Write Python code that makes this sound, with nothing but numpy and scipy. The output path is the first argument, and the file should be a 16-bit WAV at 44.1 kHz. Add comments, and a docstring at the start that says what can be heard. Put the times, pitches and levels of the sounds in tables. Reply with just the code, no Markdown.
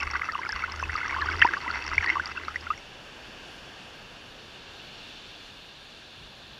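"""Plops, bright ticks and a gurgle come first: wave backwash runs round the stand of a microphone on wet sand.
Bubbles ring as dying sines, each plop's onset taps the housing wall, and the flow makes the stand hum, knock
and sway. Once the sand is bare, far surf is left: coloured noise shaped by the resonances of the sealed
housing. A faint breath of wind, low band noise, comes near the end."""
import sys
import numpy as np
from scipy import signal
from scipy.fft import rfft, irfft, next_fast_len
from scipy.io import wavfile
from scipy.ndimage import uniform_filter1d

SR = 44100
rng = np.random.default_rng(int(sys.argv[2]) if len(sys.argv) > 2 else 0)


def bounce(signal):
    """Save signal as a 16-bit WAV file at the path given by the first command-line argument."""
    frames = np.transpose(np.atleast_2d(signal))
    limited = np.clip(frames, -1, 1)
    pcm = np.round(limited * 32767).astype(np.int16)
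    wavfile.write(sys.argv[1], SR, pcm)


N = 290619
TIME = np.arange(N) / SR


def from_db(db):
    """Logarithmic level: 20 dB is a tenfold amplitude."""
    return 10 ** (np.asarray(db) / 20)


def rms_one(x):
    """Normalisation by effective value: scaled to rms 1."""
    return x / np.sqrt(np.mean(x ** 2) + 1e-20)


def in_time(rows):
    """Envelope by linear interpolation: each column after the time, at every sample."""
    s, *columns = np.transpose(rows)
    return [np.interp(TIME, s, column) for column in columns]


def at_hz(points, hz):
    """Spectral envelope in dB, interpolated on a log-frequency axis."""
    point_hz, point_db = np.array(points).T
    return np.interp(np.log(hz), np.log(point_hz), point_db)


def drift(rate_hz):
    """Random modulation: white noise through two equal low-pass poles, scaled to rms 1."""
    step = 40  # samples between computed values
    pole = np.exp(-2 * np.pi * rate_hz * step / SR)
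    settle = 2000
    white = rng.standard_normal(N // step + 2 + settle)
    slow = signal.lfilter([1], [1, -2 * pole, pole * pole], white)[settle:]
    return np.interp(np.arange(N) / step, np.arange(len(slow)), rms_one(slow))


def band(low_hz, high_hz):
    """Band-limited noise: white noise through a band-pass, rms 1."""
    sos = signal.butter(2, [low_hz, high_hz], "band", fs=SR, output="sos")
    return rms_one(signal.sosfilt(sos, rng.standard_normal(N)))


# Wind on the port: (time [s], level [dB])
GUST = [(6.1, -82), (6.2, -53), (6.3, -55), (6.4, -73), (6.5, -54), (6.59, -60)]


def wind():
    """Turbulent pressure at the port: low band noise that follows the gust."""
    gust_db, = in_time(GUST)
    return from_db(gust_db) * band(22, 120)


# Resonances of the housing, peaks and hollows: (centre [Hz], width [Hz], level [dB])
HOUSING = [(1620, 170, 5.5), (1972, 91, -9.5), (2840, 790, 1), (3265, 130, -7), (3360, 120, 3),
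           (3954, 130, -7), (4460, 400, -2), (5060, 280, -7), (5400, 320, 2.5)]


def surf_noise(spectrum, patchy_db):
    """Filtering by resonance: housing-coloured noise whose half-octave bands swell partly together, partly alone."""
    size = next_fast_len(N)
    hz = np.maximum(np.arange(size // 2 + 1) * SR / size, 1)
    housing_db = sum(db / (1 + (2 * (hz - centre) / width) ** 2) for centre, width, db in HOUSING)
    whole = rfft(rng.standard_normal(size)) * from_db(at_hz(spectrum, hz) + housing_db)
    together = drift(3.0)
    out = 0
    low, high = 2 * np.log2(spectrum[0][0]), 2 * np.log2(spectrum[-1][0])  # in half octaves
    for centre in np.arange(np.floor(low) - 1, high + 2):
        share = np.clip(1 - np.abs(2 * np.log2(hz) - centre), 0, 1)  # overlapping triangles
        swell_db = patchy_db * (.3 * together + drift(7.3))
        out = out + irfft(whole * share, size)[:N] * from_db(swell_db)
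    return rms_one(out)


# Far surf: (time [s], roar level [dB], hiss level [dB])
SURF = [(0, -49.5, -54), (1.4, -46.5, -46.5), (2.2, -48.5, -49), (3, -48, -49.5), (3.45, -47, -48),
        (4.3, -49, -50.5), (5.1, -49, -47.5), (5.7, -51.5, -51.5), (6.59, -51, -52)]
# Relative spectra of roar, hiss, foam and faint top: (frequency [Hz], density [dB per Hz])
ROAR = [(13, -29), (22, 2.5), (49, -4), (81, -3), (107, -4), (764, -7.5), (1070, -9.5), (1630, -10),
        (2000, -8.5), (2600, -46), (4400, -120)]
HISS = [(1180, -43), (2000, -13), (2770, -2), (3200, -5), (3470, -6), (4060, -12.5), (4580, -8.5),
        (8000, -31), (10400, -53), (17600, -120)]
FOAM = [(2600, -31), (3100, -6), (3450, 0.5), (4200, -0.5), (4800, -10), (5400, -27), (7000, -47)]
AIR = [(3820, -25), (6500, -2), (7320, -4), (8400, -13), (9600, -6), (11800, -14.5), (14700, -14.5),
       (15400, -18)]
# A spreading wave foams up to a peak, then settles at a lasting level
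FOAM_QUIET_DB, FOAM_PEAK_DB, FOAM_LASTING_DB = -62.5, -51, -53
FOAM_PEAK_S, FOAM_RISE_DB_PER_S, FOAM_FALL_DB_PER_S = 5.08, 7.5, 8
TOP_DB, TOP_FALL_DB_PER_S = -66.5, 0.4  # level at the start and its steady fall


def surf():
    """Incoherent sum of far breakers: a dull roar, a hiss, brighter foam and a faint top."""
    roar_db, hiss_db = in_time(SURF)
    late = TIME - FOAM_PEAK_S
    slope_db = np.minimum(FOAM_RISE_DB_PER_S * late, -FOAM_FALL_DB_PER_S * late)
    floor_db = np.where(late < 0, FOAM_QUIET_DB, FOAM_LASTING_DB)
    foam_db = np.maximum(floor_db, FOAM_PEAK_DB + slope_db)
    top_db = TOP_DB - TOP_FALL_DB_PER_S * TIME
    roar = from_db(roar_db) * surf_noise(ROAR, patchy_db=0.5)
    hiss = from_db(hiss_db) * surf_noise(HISS, patchy_db=.35)
    foam = from_db(foam_db) * surf_noise(FOAM, patchy_db=.35)
    top = from_db(top_db) * surf_noise(AIR, patchy_db=1.3)
    return roar + hiss + foam + top


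# How hard the flow shakes the stand: (time [s], hum level [dB])
STAND = [(0.0, -44), (0.17, -42), (0.25, -60), (0.44, -53.5), (0.5, -62), (0.55, -44.5), (0.63, -50.5),
         (0.9, -37), (0.96, -42.5), (0.99, -55), (1.24, -39), (1.44, -39), (1.55, -58.5), (1.78, -40.5),
         (1.82, -59), (1.88, -43.5), (2.02, -41), (2.06, -50), (2.2, -47), (2.24, -55.5), (2.68, -50),
         (2.9, -68)]
# Higher knock of the stand: (time [s], level at a hum of -45 dB [dB])
KNOCK = [(0, -51), (.2, -59), (.7, -58.5), (1.1, -54), (1.45, -49), (1.7, -53), (2.05, -49), (2.5, -53),
         (2.8, -68)]
HUM_HZ, HUM_WAVER_HZ = 75.5, 52  # pitch; rate of the level's waver
KNOCK_HZ, KNOCK_HALF_WIDTH_HZ = 348, 64
KNOCK_FOLLOWS, KNOCK_CHANCE_DB = .25, 3.5  # share of the hum's swing; own wander
SWAY_DB, SWAY_CHANCE_DB = -50, 5.5  # at a hum of -45 dB and a gurgle of -40 dB; own wander
SWAY_FOLLOWS, SWAY_WASH = 0.89, .6  # shares of the swings of hum and gurgle


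def stand():
    """Flow-excited vibration: a wavering low mode, a higher knock and a slow sway."""
    hum_db, = in_time(STAND)
    gurgle_db, = in_time(WASH)
    hum_swing_db, wash_swing_db = hum_db + 45, gurgle_db + 40
    sway_db = SWAY_DB + SWAY_FOLLOWS * hum_swing_db + SWAY_WASH * wash_swing_db
    sway_db = sway_db + SWAY_CHANCE_DB * drift(4.2)
    knock_db = in_time(KNOCK)[0] + KNOCK_FOLLOWS * hum_swing_db + KNOCK_CHANCE_DB * drift(8.4)
    waver = from_db(2.0 * drift(HUM_WAVER_HZ))
    hum_cycles = np.cumsum(HUM_HZ + 4 * drift(8.0)) / SR
    hum = np.sqrt(2) * waver * np.sin(2 * np.pi * hum_cycles)
    knock = band(KNOCK_HZ - KNOCK_HALF_WIDTH_HZ, KNOCK_HZ + KNOCK_HALF_WIDTH_HZ)
    sway = band(6.7, 64)
    wet = np.clip((STAND[-1][0] - TIME) / 0.14, 0, 1)  # fades out as the flow ends
    return wet * (from_db(hum_db) * hum + from_db(sway_db) * sway + from_db(knock_db) * knock)


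# Modes of the housing wall: (frequency [Hz], level [dB], t60 [s])
WALL = [(940, -6.5, 0.021), (1474, 4, 0.0073), (2036, 0.5, 0.015), (2644, -8, 0.031), (4505, -15, 0.02),
        (5580, -17.5, 0.027), (6020, -30.5, 0.039)]
TAP_DB, PATTER_DB = -23, -6.5  # relative to the plop's peak; to the gurgle


def wall(gurgle_db):
    """Modal excitation: plops and pattering spray strike the wall, each mode with a strength of its own."""
    plop_s, plop_db = np.array(PLOPS)[:, :2].T
    at = np.round(plop_s * SR).astype(int)
    drops_per_s = 500 * from_db(6 * drift(15))
    drop_db = gurgle_db + PATTER_DB + 4.2 * rng.exponential(1, N).clip(0, 4)
    spray = (rng.random(N) < drops_per_s / SR) * from_db(drop_db)
    spray[int(WASH[-1][0] * SR):] = 0
    out = np.zeros(N)
    for hz, level_db, t60 in WALL:
        clicks = spray * rng.standard_normal(N)
        clicks[at] += from_db(plop_db + TAP_DB + rng.normal(0, 7.1, len(at)))
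        r, w = from_db(-60 / (t60 * SR)), 2 * np.pi * hz / SR  # decay and phase per sample
        # the tiny offset keeps the filter clear of vanishingly small numbers
        ring = signal.lfilter([0, np.sin(w)], [1, -2 * r * np.cos(w), r * r], clicks + 1e-18)
        out += from_db(level_db) * ring
    return out


BURST_SHARE = 0.66  # a bubble bursts at the surface after about this share of its t60


def bubbles(s, peak_db, hz, t60, rise, attack_ms, rough=0):
    """Damped volume oscillation: dying sines of gliding pitch, cut off by the burst; churning adds flutter."""
    length = 4096
    t = np.arange(length)[None] / SR
    settings = np.broadcast_arrays(s, peak_db, hz, t60, rise, attack_ms)
    s, peak_db, hz, t60, rise, attack_ms = (np.reshape(v, (-1, 1)) for v in settings)
    onset = (1 - np.exp(-2000 * t / np.maximum(attack_ms, .1))) ** 2
    decay = from_db(-60 * t / np.maximum(t60, .003))
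    burst = np.exp(-((t - attack_ms / 2000) / (BURST_SHARE * t60)) ** 4)
    shape = onset * decay * burst
    shape = shape / shape.max(axis=1, keepdims=True)
    # phase flutter: a new value every 32 samples, smoothed
    flutter = rms_one(uniform_filter1d(rng.standard_normal((len(s), length // 32)), size=3))
    flutter = uniform_filter1d(np.repeat(flutter, 32, axis=1), size=32)
    cycles = hz * (t + rise * t ** 2 / 2)  # pitch changes by the share "rise" per second
    sound = from_db(peak_db) * shape * np.sin(2 * np.pi * cycles + rough * flutter)
    at = np.round(s * SR).astype(int) + np.arange(length)
    return np.bincount(at.ravel(), sound.ravel(), N + length)[:N]


def swarm(spectrum, low_hz, high_hz, cycles, spread_db, clump_db, count):
    """Random point process: small bubbles in clumps while water runs, a few much louder; rms 1 meanwhile."""
    when, pitch, size, climb = rng.random((count, 4)).T
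    running = int(WASH[-1][0] * SR)
    crowding = np.cumsum(from_db(clump_db * drift(14)[:running]))
    s = np.interp(when * crowding[-1], crowding, TIME[:running])
    hz = low_hz * (high_hz / low_hz) ** pitch
    level_db = at_hz(spectrum, hz) - spread_db * np.log(size + .03)
    t60 = cycles / hz
    rise = 24 * climb - 6  # share per second
    sound = bubbles(s, level_db, hz, t60, rise, attack_ms=0.58, rough=.18)
    return sound / np.sqrt(np.mean(sound[:running] ** 2))


# Backwash running past the stand: (time [s], small gurgle level [dB])
WASH = [(0, -35), (.11, -41), (.2, -41), (.45, -43), (.58, -39.5), (.7, -43.5), (.9, -42.5), (1.1, -37.5),
        (1.35, -38), (1.6, -38.5), (1.75, -40), (1.9, -38), (2.05, -36), (2.22, -42.5), (2.5, -46.5),
        (2.7, -51), (2.85, -78)]
# Loudest bubbles at the stand, before the low-pass:
# (time [s], peak level [dB], pitch [Hz], t60 before bursting [s], pitch rise [share per s], attack [ms])
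PLOPS = [(0.0015, -24.5, 2560, 0.036, 10, 1.1), (0.027, -27, 2680, .033, 3, .7),
         (0.0689, -23.5, 2190, 0.013, -5, 4), (0.1348, -23, 1205, .033, 39, .8),
         (0.1393, -26, 1920, 0.055, 5, 0.6), (0.1493, -21.5, 1165, 0.05, -1, 0.78),
         (0.1546, -17.5, 1580, 0.029, -13, 0.44), (0.1604, -23, 1960, .022, 12, 3.6),
         (0.2126, -26.5, 1270, .021, -11, 4.6), (0.2142, -25, 1530, .047, 19, .7),
         (0.218, -17.5, 2090, 0.015, -8, 0.8), (0.232, -25.5, 1310, .017, 0, 4),
         (0.2873, -19.5, 1310, 0.04, 0, .9), (0.295, -23.5, 1870, 0.019, -7, 3.5),
         (0.333, -28, 1360, .028, -14, 3.7), (0.3478, -25, 2690, .015, 9, 0.78),
         (0.352, -19, 1006, .022, 30, 3.6), (0.3886, -25, 985, .028, 7, 4.1),
         (0.4153, -29, 1580, 0.048, 3, .7), (0.451, -19.5, 1480, .01, 2, 0.24),
         (0.4593, -28, 2300, .032, -7, 0.63), (0.465, -23, 1380, 0.015, 4, 3.6),
         (0.4906, -27, 940, 0.016, -17, .8), (0.4915, -25.5, 1760, 0.062, -4, .7),
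         (0.4938, -29, 1397, 0.068, 28.5, 4.9), (0.527, -24.5, 1660, .055, -10, .7),
         (0.5597, -26.5, 1130, .037, 4, 1.2), (0.6065, -29, 2060, .015, -9, .6),
         (0.6206, -27, 2100, .024, 10, .7), (0.638, -17, 1345, 0.02, 16, 3.9),
         (0.739, -31, 1284, .032, -4, .7), (0.798, -24.5, 1354, 0.019, 30, 4),
         (0.827, -18, 1033, 0.023, 10, 0.38), (0.835, -23.5, 2675, .023, -5, 4.9),
         (0.8937, -22.5, 1400, 0.023, 26, 0.87), (0.8952, -23, 1710, 0.021, 29, 4),
         (0.9532, -18, 1230, 0.022, 2, 3.8), (0.9681, -28, 2190, .015, -17, .55),
         (0.9845, -27, 2110, 0.017, 26, .7), (1.0124, -22.5, 1390, 0.02, 11, 4),
         (1.03, -23.5, 2010, .036, 9, .7), (1.0434, -26, 1500, .065, 10, .7),
         (1.0585, -24, 1980, 0.017, -14, .8), (1.0783, -26.5, 1220, .034, -13, 0.87),
         (1.123, -26.5, 2240, .05, -1.5, .8), (1.1487, -26, 1660, 0.023, 30, .7),
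         (1.163, -23.5, 1010, 0.056, 5.5, 0.98), (1.164, -23.5, 1310, .018, -9, .8),
         (1.184, -24, 1080, 0.13, 6.5, .7), (1.2184, -19.5, 1810, 0.071, -8.5, 1.3),
         (1.22, -24, 1200, 0.1, -9, 0.76), (1.2589, -20, 1190, .022, 1.5, .8),
         (1.2855, -17.5, 1534, .024, -2.5, 3.7), (1.312, -25, 2180, 0.017, 1, 4),
         (1.4169, -7.5, 2700, 0.016, 1, 0.47), (1.4177, -10, 1980, 0.018, -1, 0.27),
         (1.419, -14, 3060, 0.024, 4, 1.6), (1.4218, -3.5, 1603, .038, 31, .8),
         (1.429, -18, 2540, 0.016, 12, .7), (1.446, -10.5, 866, 0.024, 12, 28),
         (1.4455, -15, 1410, 0.012, 2, .4), (1.4474, -20, 2700, .011, 8, .6),
         (1.448, -22.5, 356, 0.021, -1, 1.5), (1.463, -20.5, 1950, 0.03, -23, 2.2),
         (1.475, -17.5, 2030, 0.0099, 1, 0.45), (1.487, -19.5, 1570, 0.024, 2, 3.7),
         (1.536, -19, 1383, 0.045, 24, 3.1), (1.536, -12, 1740, .006, 0, 0.33),
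         (1.5655, -25.5, 1094, 0.06, 5.5, 3.8), (1.6606, -28, 874, 0.15, 13, 3),
         (1.678, -20.5, 2000, 0.033, -2, 1.1), (1.685, -28, 1150, .045, 31, 4),
         (1.7017, -19, 1380, 0.02, 2, 4), (1.745, -28.5, 2000, 0.019, 11, .6),
         (1.915, -24.5, 1180, 0.031, -4, 0.33), (1.9798, -7, 2100, 0.015, 20, 1.8),
         (2.025, -25.5, 1910, 0.14, -13, 3.2), (2.061, -21.5, 1800, 0.041, 7, 1.1),
         (2.0737, -17.5, 2030, .03, -14, .7), (2.081, -19, 1880, .038, 18.5, 1.1),
         (2.093, -13.5, 2010, 0.012, 10, 1.1), (2.1, -20, 2660, 0.017, 4, 0.63),
         (2.1, -11.5, 2080, 0.027, 4, 0.91), (2.155, -19.5, 1056, .029, 11, 4.8),
         (2.168, -17.5, 1066, 0.034, 11, 1.9), (2.1966, -15, 1440, 0.034, 16, 0.52),
         (2.289, -27.5, 1220, 0.02, 13, .7), (2.3708, -26.5, 2693, 0.028, -0.5, 4.3),
         (2.376, -26, 1310, 0.027, 23, 3.6), (2.4819, -20, 1220, 0.03, 20, 0.32),
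         (2.5582, -17.5, 1820, 0.025, 23, 0.75), (2.6675, -25, 1370, .021, 4, 4),
         (2.7026, -16, 1160, 0.054, 8.5, 2.8), (2.704, -29.5, 2600, 0.018, 7, 4),
         (2.735, -34, 1960, .023, 0, 1.1), (2.777, -37.5, 2180, 0.023, 0, 1.1)]
# Loudest tiny bright bubbles: (time [s], peak level [dB], pitch [Hz])
TICKS = [(0.0074, -30, 5400), (0.0318, -29, 5400), (0.1122, -27, 5430), (0.1391, -33.5, 4540),
         (0.3212, -29.5, 4630), (0.4914, -24.5, 4950), (0.522, -24, 5300), (0.5604, -32, 4500),
         (0.6983, -35, 4200), (0.7208, -27, 5300), (0.761, -40, 6540), (0.8235, -37, 5980),
         (0.9423, -38, 6000), (0.963, -26.5, 4580), (1.1433, -36, 4700), (1.2161, -27, 4160),
         (1.263, -33, 4600), (1.3004, -31.5, 4500), (1.3646, -31, 4740), (1.3944, -29, 4970),
         (1.4378, -32, 4780), (1.4543, -33, 5370), (1.469, -30.5, 4910), (1.5783, -37, 4650),
         (1.6133, -34, 4370), (1.712, -26.5, 4420), (1.8417, -32.5, 4700), (1.8986, -35, 4750),
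         (1.956, -39, 5600), (1.8647, -28.5, 5400), (1.8788, -28, 5260), (2.0617, -27.5, 4600),
         (2.089, -32, 3950), (2.258, -22.5, 4650), (2.275, -31.5, 5400), (2.4487, -34, 4000),
         (2.4823, -35.5, 4600), (2.61, -36, 5070), (2.7766, -37.5, 5660)]
# How loud small bubbles are by pitch: (pitch [Hz], relative level [dB])
GURGLE = [(350, -57), (600, -21), (792, -24), (927, -6), (1350, 2.5), (1770, -1.5), (2190, 4.5),
          (2460, -17.5), (2710, -1), (3170, -4), (3600, -24), (4680, -61), (7920, -120)]
TICK_T60_S = 0.011
FIZZ_DB, FIZZ_FOLLOWS = -58, .3  # at a gurgle of -40 dB; share of the gurgle's swing


def backwash():
    """Superposition of bubble tones: plops and ticks, gurgle and fizz between them, and taps on the wall."""
    gurgle_db, = in_time(WASH)
    fizz_db = FIZZ_DB + FIZZ_FOLLOWS * (gurgle_db + 40)
    gurgle = swarm(GURGLE, 737, 3405, cycles=49, spread_db=4.5, clump_db=6, count=680)
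    # (pitch [Hz], relative level [dB])
    fizz_spectrum = [(4000, -8), (4600, -4.0), (5100, 2.5), (5500, 8), (6300, -21), (8500, -17)]
    fizz = swarm(fizz_spectrum, 4010, 9600, cycles=44, spread_db=4.5, clump_db=4, count=520)
    plops = bubbles(*np.transpose(PLOPS), rough=.2)
    tick_s, tick_db, tick_hz = np.transpose(TICKS)
    ticks = bubbles(tick_s, tick_db, tick_hz, TICK_T60_S, rise=0, attack_ms=.3, rough=.4)
    # big bubbles have no bright edge
    low_pass = signal.butter(4, 3600, fs=SR, output="sos")
    muffled = signal.sosfilt(low_pass, plops + from_db(gurgle_db) * gurgle)
    bright = ticks + from_db(fizz_db) * fizz
    tap_band = signal.butter(4, [800, 6500], "band", fs=SR, output="sos")
    taps = signal.sosfilt(tap_band, wall(gurgle_db))
    return muffled + bright + taps


def scene():
    """Linear superposition: wind, far surf, stand and near water add up in one channel."""
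    return (wind() + surf() + stand() + backwash())[None]


def record(dry):
    """Band limiting: the deepest bass is rolled off, the top is cut steeply."""
    bass_cut = signal.butter(2, 28, "high", fs=SR, output="sos")
    top_cut = signal.ellip(14, .5, 60, 15350, fs=SR, output="sos")  # ripple and stop-band in dB, edge in Hz
    return signal.sosfilt(top_cut, signal.sosfilt(bass_cut, dry))


dry = scene()
out = record(dry)
bounce(out)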